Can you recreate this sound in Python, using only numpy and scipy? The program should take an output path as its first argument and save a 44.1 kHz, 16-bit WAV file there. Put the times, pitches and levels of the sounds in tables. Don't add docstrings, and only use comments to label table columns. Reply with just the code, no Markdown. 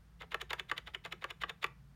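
import sys
import numpy as np
from scipy import signal
from scipy.fft import rfft, irfft
from scipy.io import wavfile

SR = 44100
rng = np.random.default_rng(int(sys.argv[2]) if len(sys.argv) > 2 else 0)


def unload_audio(sound):
    columns = np.transpose(np.atleast_2d(sound))
    steps = np.round(np.clip(columns, -1, 1) * 32767)
    wavfile.write(sys.argv[1], SR, steps.astype(np.int16))


N = 85995
T = np.arange(SR // 14) / SR
TOUCH, BOTTOM, RETURN = range(3)


def amp(db):
    return 10 ** (np.asarray(db) / 20)


def unit(x):
    return x / np.sqrt(np.mean(x ** 2) + 1e-20)


def curve(points, hz):
    freqs, values = np.transpose(points)
    return np.interp(np.log(hz + 1), np.log(freqs + 1), values)


def noise(gain, size):
    spectrum = rfft(rng.standard_normal(size))
    return unit(irfft(spectrum * gain(np.fft.rfftfreq(size, 1 / SR)), size))


def add(track, at, sound):
    part = track[max(round(at * SR), 0):][:len(sound)]
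    part += sound[:len(part)]


def envelope(attack, hold, t60):
    return (1 - np.exp(-(T / attack) ** 2)) * amp(-60 * np.maximum(T - hold, 0) / t60)


def tilt(brightness, hz):
    return brightness * np.log2(np.clip(hz, 700, 8000) / 2000)


# (centre [Hz], level [dB], width [Hz])
HUM_BANDS = [(55.7, -63.5, 5.9), (88.5, -76.5, 9.8), (137.9, -68.5, 3.85), (167.3, -69, 5)]
# (frequency [Hz], relative level [dB])
AIR_SPECTRUM = [(15, -43), (28, -28), (38, -10), (48, 5.5), (70, -2.5), (90, -8.5), (115, -2.5),
                (150, -2.5), (200, -8.5), (270, -19.5), (500, -25.5), (900, -25.5), (1500, -25),
                (2600, -32.5), (5000, -36), (9000, -42), (14500, -43.5), (15500, -42)]
def room_tone():
    hum = sum(amp(db) * noise(lambda f: 1 / (1 + (2 * (f - hz) / width) ** 4), N)
              for hz, db, width in HUM_BANDS)
    air = amp(-62.5) * noise(lambda f: amp(curve(AIR_SPECTRUM, f)), N)
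    return hum + air


# (frequency [Hz], t60 [s])
TAIL_DECAY = [(200, 0.23), (1000, 0.28), (2500, 0.24), (6000, 0.15), (14000, 0.21)]
# (frequency [Hz], relative level [dB])
TAIL_COLOUR = [(200, 0.5), (700, 3), (1150, -2.5), (1700, -1), (2400, -1.5), (3200, -5), (6000, 3),
               (14000, -4.5)]
def room_reverb(source, tails):
    wet = np.zeros(N)
    for selector in np.eye(tails):
        hz, t, spectrum = signal.stft(rng.standard_normal(SR // 2), SR, nperseg=256)
        decay_db = 60 * t / curve(TAIL_DECAY, hz)[:, None]
        spectrum *= amp(curve(TAIL_COLOUR, hz)[:, None] - decay_db)
        tail = signal.istft(spectrum, SR, nperseg=256)[1]
        response = np.pad(tail / np.linalg.norm(tail), (SR // 200, 0))
        send = np.sqrt(np.interp(np.arange(N), np.linspace(0, N, tails), selector))
        wet += signal.fftconvolve(source * send, response)[:N]
    return wet


# (centre [Hz], t60 [s], touch level [dB], bottom level [dB], return level [dB])
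PLASTIC_BANDS = [(294, 0.041, -21, -25.5, -31), (410, 0.05, -20, -14.5, -17.5), (605, 0.041, -17, -16, -17),
                 (830, 0.047, -10.5, -12, -20.5), (1310, 0.051, -10.5, -8.5, -9.5),
                 (1827, 0.024, -5.5, -4, -5.5), (2480, 0.024, -5, -4.5, -5.5),
                 (3400, 0.015, -4.5, -11.5, -4), (4240, 0.016, -16.5, -13.5, -16),
                 (5930, 0.023, -23.5, -24, -21), (8240, 0.017, -25, -21.5, -22.5),
                 (14100, 0.014, -22, -22, -20.5)]
def plastic(shape, colour, kind):
    centres = [row[0] for row in PLASTIC_BANDS]
    out = np.zeros(len(T))
    for selector, (hz, t60, *levels) in zip(np.eye(len(centres)), PLASTIC_BANDS):
        env = shape(hz, t60)
        band = env * noise(lambda f: np.sqrt(np.interp(f, centres, selector, left=0)), len(T))
        out += unit(band) * np.sqrt(np.mean(env ** 2)) * amp(levels[kind] + colour(hz))
    return out


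def scrape(length, growth_db, brightness=0):
    swell = amp(growth_db * np.minimum(T / length - 1, 0))
    return plastic(lambda hz, t60: swell * envelope(0.0014, length, t60),
                   lambda hz: tilt(brightness, hz), TOUCH)


# (frequency [Hz], t60 [s], touch level [dB], bottom level [dB], return level [dB])
BAR_MODES = [(443, 0.14, -23, -23, -19.5), (513, 0.056, -15.5, -20, -28), (1089, 0.037, -13, -16.5, -23.5),
             (1304.3, 0.067, -10, -10, -14), (1645, 0.031, -12, -1, -6), (1774, 0.017, -43, -0.5, -1),
             (2082, 0.027, 0.5, -10.5, -6), (2577, 0.03, -46, -6.5, -6.5), (2974, 0.027, -19, -17, -9),
             (2993, 0.015, -4.5, -3, -1), (3482, 0.035, -10.5, -7.5, -5), (3724, 0.011, 0.5, -31.5, -4),
             (4464, 0.015, -11.5, -20, -17.5)]
def hit(kind, brightness, attack, hold, ring_db, snap_db=0):
    def colour(hz):
        return tilt(brightness, hz) + snap_db / (1 + (4630 / hz) ** 4)

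    def burst(hz, t60):
        lag = 0.0017 * 1000 / hz
        return envelope(attack + lag, hold + lag, t60)

    out = plastic(burst, colour, kind)
    modes = [(hz, t60, levels[kind] + ring_db) for hz, t60, *levels in BAR_MODES]
    stem_ping = (6916, 0.016, -18.5)
    for hz, t60, db in modes + [stem_ping]:
        cycles = hz * (1 + rng.normal(0, 0.0069)) * T + rng.random()
        gain = amp(db + colour(hz) + rng.normal(0, 1.9))
        out += gain * envelope(attack, hold, t60) * np.sin(2 * np.pi * cycles)
    return out


# (time [s], level before cushioning [dB], brightness [dB/octave])
CAP_TICKS = [(0.203, -50.5, -1), (0.2091, -42, -3), (0.218, -42.5, 2.5), (0.3175, -39, 1), (.324, -42.5, 1),
             (.330, -43, -5), (.5035, -40.5, 6), (.506, -32.5, 0), (0.512, -43, -6), (0.581, -48, -3),
             (0.691, -47.5, 1.5), (0.6963, -39.5, 2.5), (0.8638, -57, 6), (0.871, -41, 0.5),
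             (.876, -40.5, -1), (1.049, -38, 2.5), (1.053, -40.5, -5), (1.221, -42, -1), (1.230, -46.5, 1),
             (1.286, -51.5, -4), (1.414, -39, 2.5), (1.418, -39.5, 3.5), (1.423, -42.5, 4.5),
             (1.483, -49, -2), (1.6241, -43.5, 2), (1.6276, -36.5, 2), (1.631, -38, -0.5)]
def cap_rattle():
    brush_s, sink_s, firm_db = 0.012, 0.031, -35.5
    out = np.zeros(N)
    for at, db, brightness in CAP_TICKS:
        add(out, at - brush_s, amp(db - 15.5) * scrape(brush_s, growth_db=12, brightness=2.5))
        cushion = amp(0.45 * (firm_db - db))
        tick = hit(TOUCH, brightness, attack=0.0013 * cushion, hold=0.0007 * cushion, ring_db=-0.5)
        add(out, at, amp(db) / cushion ** 0.22 * tick)
        add(out, at, amp(db - 25) * scrape(sink_s, growth_db=-5.5))
    return out


# (time [s], level [dB], brightness [dB/octave], relative case ring [dB], treble snap [dB])
BOTTOM_CLACKS = [(.228, -50.5, -8.5, -19, -4), (0.3432, -32.5, -3.5, 2.5, 9), (0.5302, -31, -1.5, -8, 7),
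                 (0.7137, -30.5, -1, 4, 0), (1.0585, -42.5, -3.5, 1, 10.5), (1.2409, -34.5, -2, 2.5, 4.5),
                 (1.4347, -31, 1, 2, -17), (1.6411, -27, 0.5, 0.5, -4), (1.664, -50, 3, -21, 1)]
def bottom_out():
    case_hz = 1162
    case_ring = envelope(attack=0.0028, hold=0.003, t60=0.038) * np.sin(2 * np.pi * case_hz * T)
    out = np.zeros(N)
    for at, db, brightness, case_db, snap_db in BOTTOM_CLACKS:
        clack = hit(BOTTOM, brightness, attack=0.00085, hold=0.0019, ring_db=-1.5, snap_db=snap_db)
        add(out, at, amp(db) * (clack + amp(case_db) * case_ring))
    return out


# (time [s], first end level [dB], gap [s], second end level [dB],
# brightness [dB/octave], treble snap [dB], plate thump level [dB])
RETURN_CLACKS = [(0.4099, -41, .0044, -34, -0.5, 6.5, -42.5), (0.595, -32.5, 0.0072, -49, 2.5, -3, -49),
                 (0.7739, -47.5, 0.0038, -33.5, 2.5, -1.5, -65),
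                 (0.9465, -34, 0.0045, -47.5, 4.5, -11.5, -47.5), (1.1213, -37.5, .003, -36, 0.3, 1, -44),
                 (1.3024, -38.5, 0.004, -37.5, 0, 1, -59), (1.4936, -36, 0.0031, -35, 0, -0.5, -76)]
def spring_back():
    slide_s, thump_hz, thump_lag_s = 0.012, 373, 0.00595
    thump = envelope(attack=0.01, hold=0.01, t60=0.04) * np.sin(2 * np.pi * thump_hz * T)
    out = np.zeros(N)
    for at, first_db, gap, second_db, brightness, snap_db, thump_db in RETURN_CLACKS:
        slide = amp(max(first_db, second_db) - 14) * scrape(slide_s, growth_db=11.5)
        add(out, at - slide_s, slide)
        for strike_at, db in (at, first_db), (at + gap, second_db):
            clack = hit(RETURN, brightness, attack=0.0012, hold=0.0013, ring_db=-3, snap_db=snap_db)
            add(out, strike_at, amp(db) * clack)
        add(out, at + thump_lag_s, amp(thump_db) * thump)
    return out


def scene():
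    low_cut = signal.butter(5, 309, "highpass", fs=SR, output="sos")
    spacebar = signal.sosfilt(low_cut, cap_rattle() + bottom_out() + spring_back())
    reverb = amp(-18) * room_reverb(spacebar, tails=7)
    return (spacebar + reverb + room_tone())[None]


# (frequency [Hz], gain [dB])
MIC_EQ = [(3000, -0.5), (7700, -1.5), (8100, -3), (8800, 1.5), (9700, 3.5), (10200, -7), (11000, -4),
          (12000, 1.5), (13500, -0.5), (15300, -3.5), (16000, -3)]
def record(dry):
    hz = np.fft.rfftfreq(N, 1 / SR)
    return irfft(rfft(dry) * amp(curve(MIC_EQ, hz)) * (hz < 16100), N)


dry = scene()
out = record(dry)
unload_audio(out)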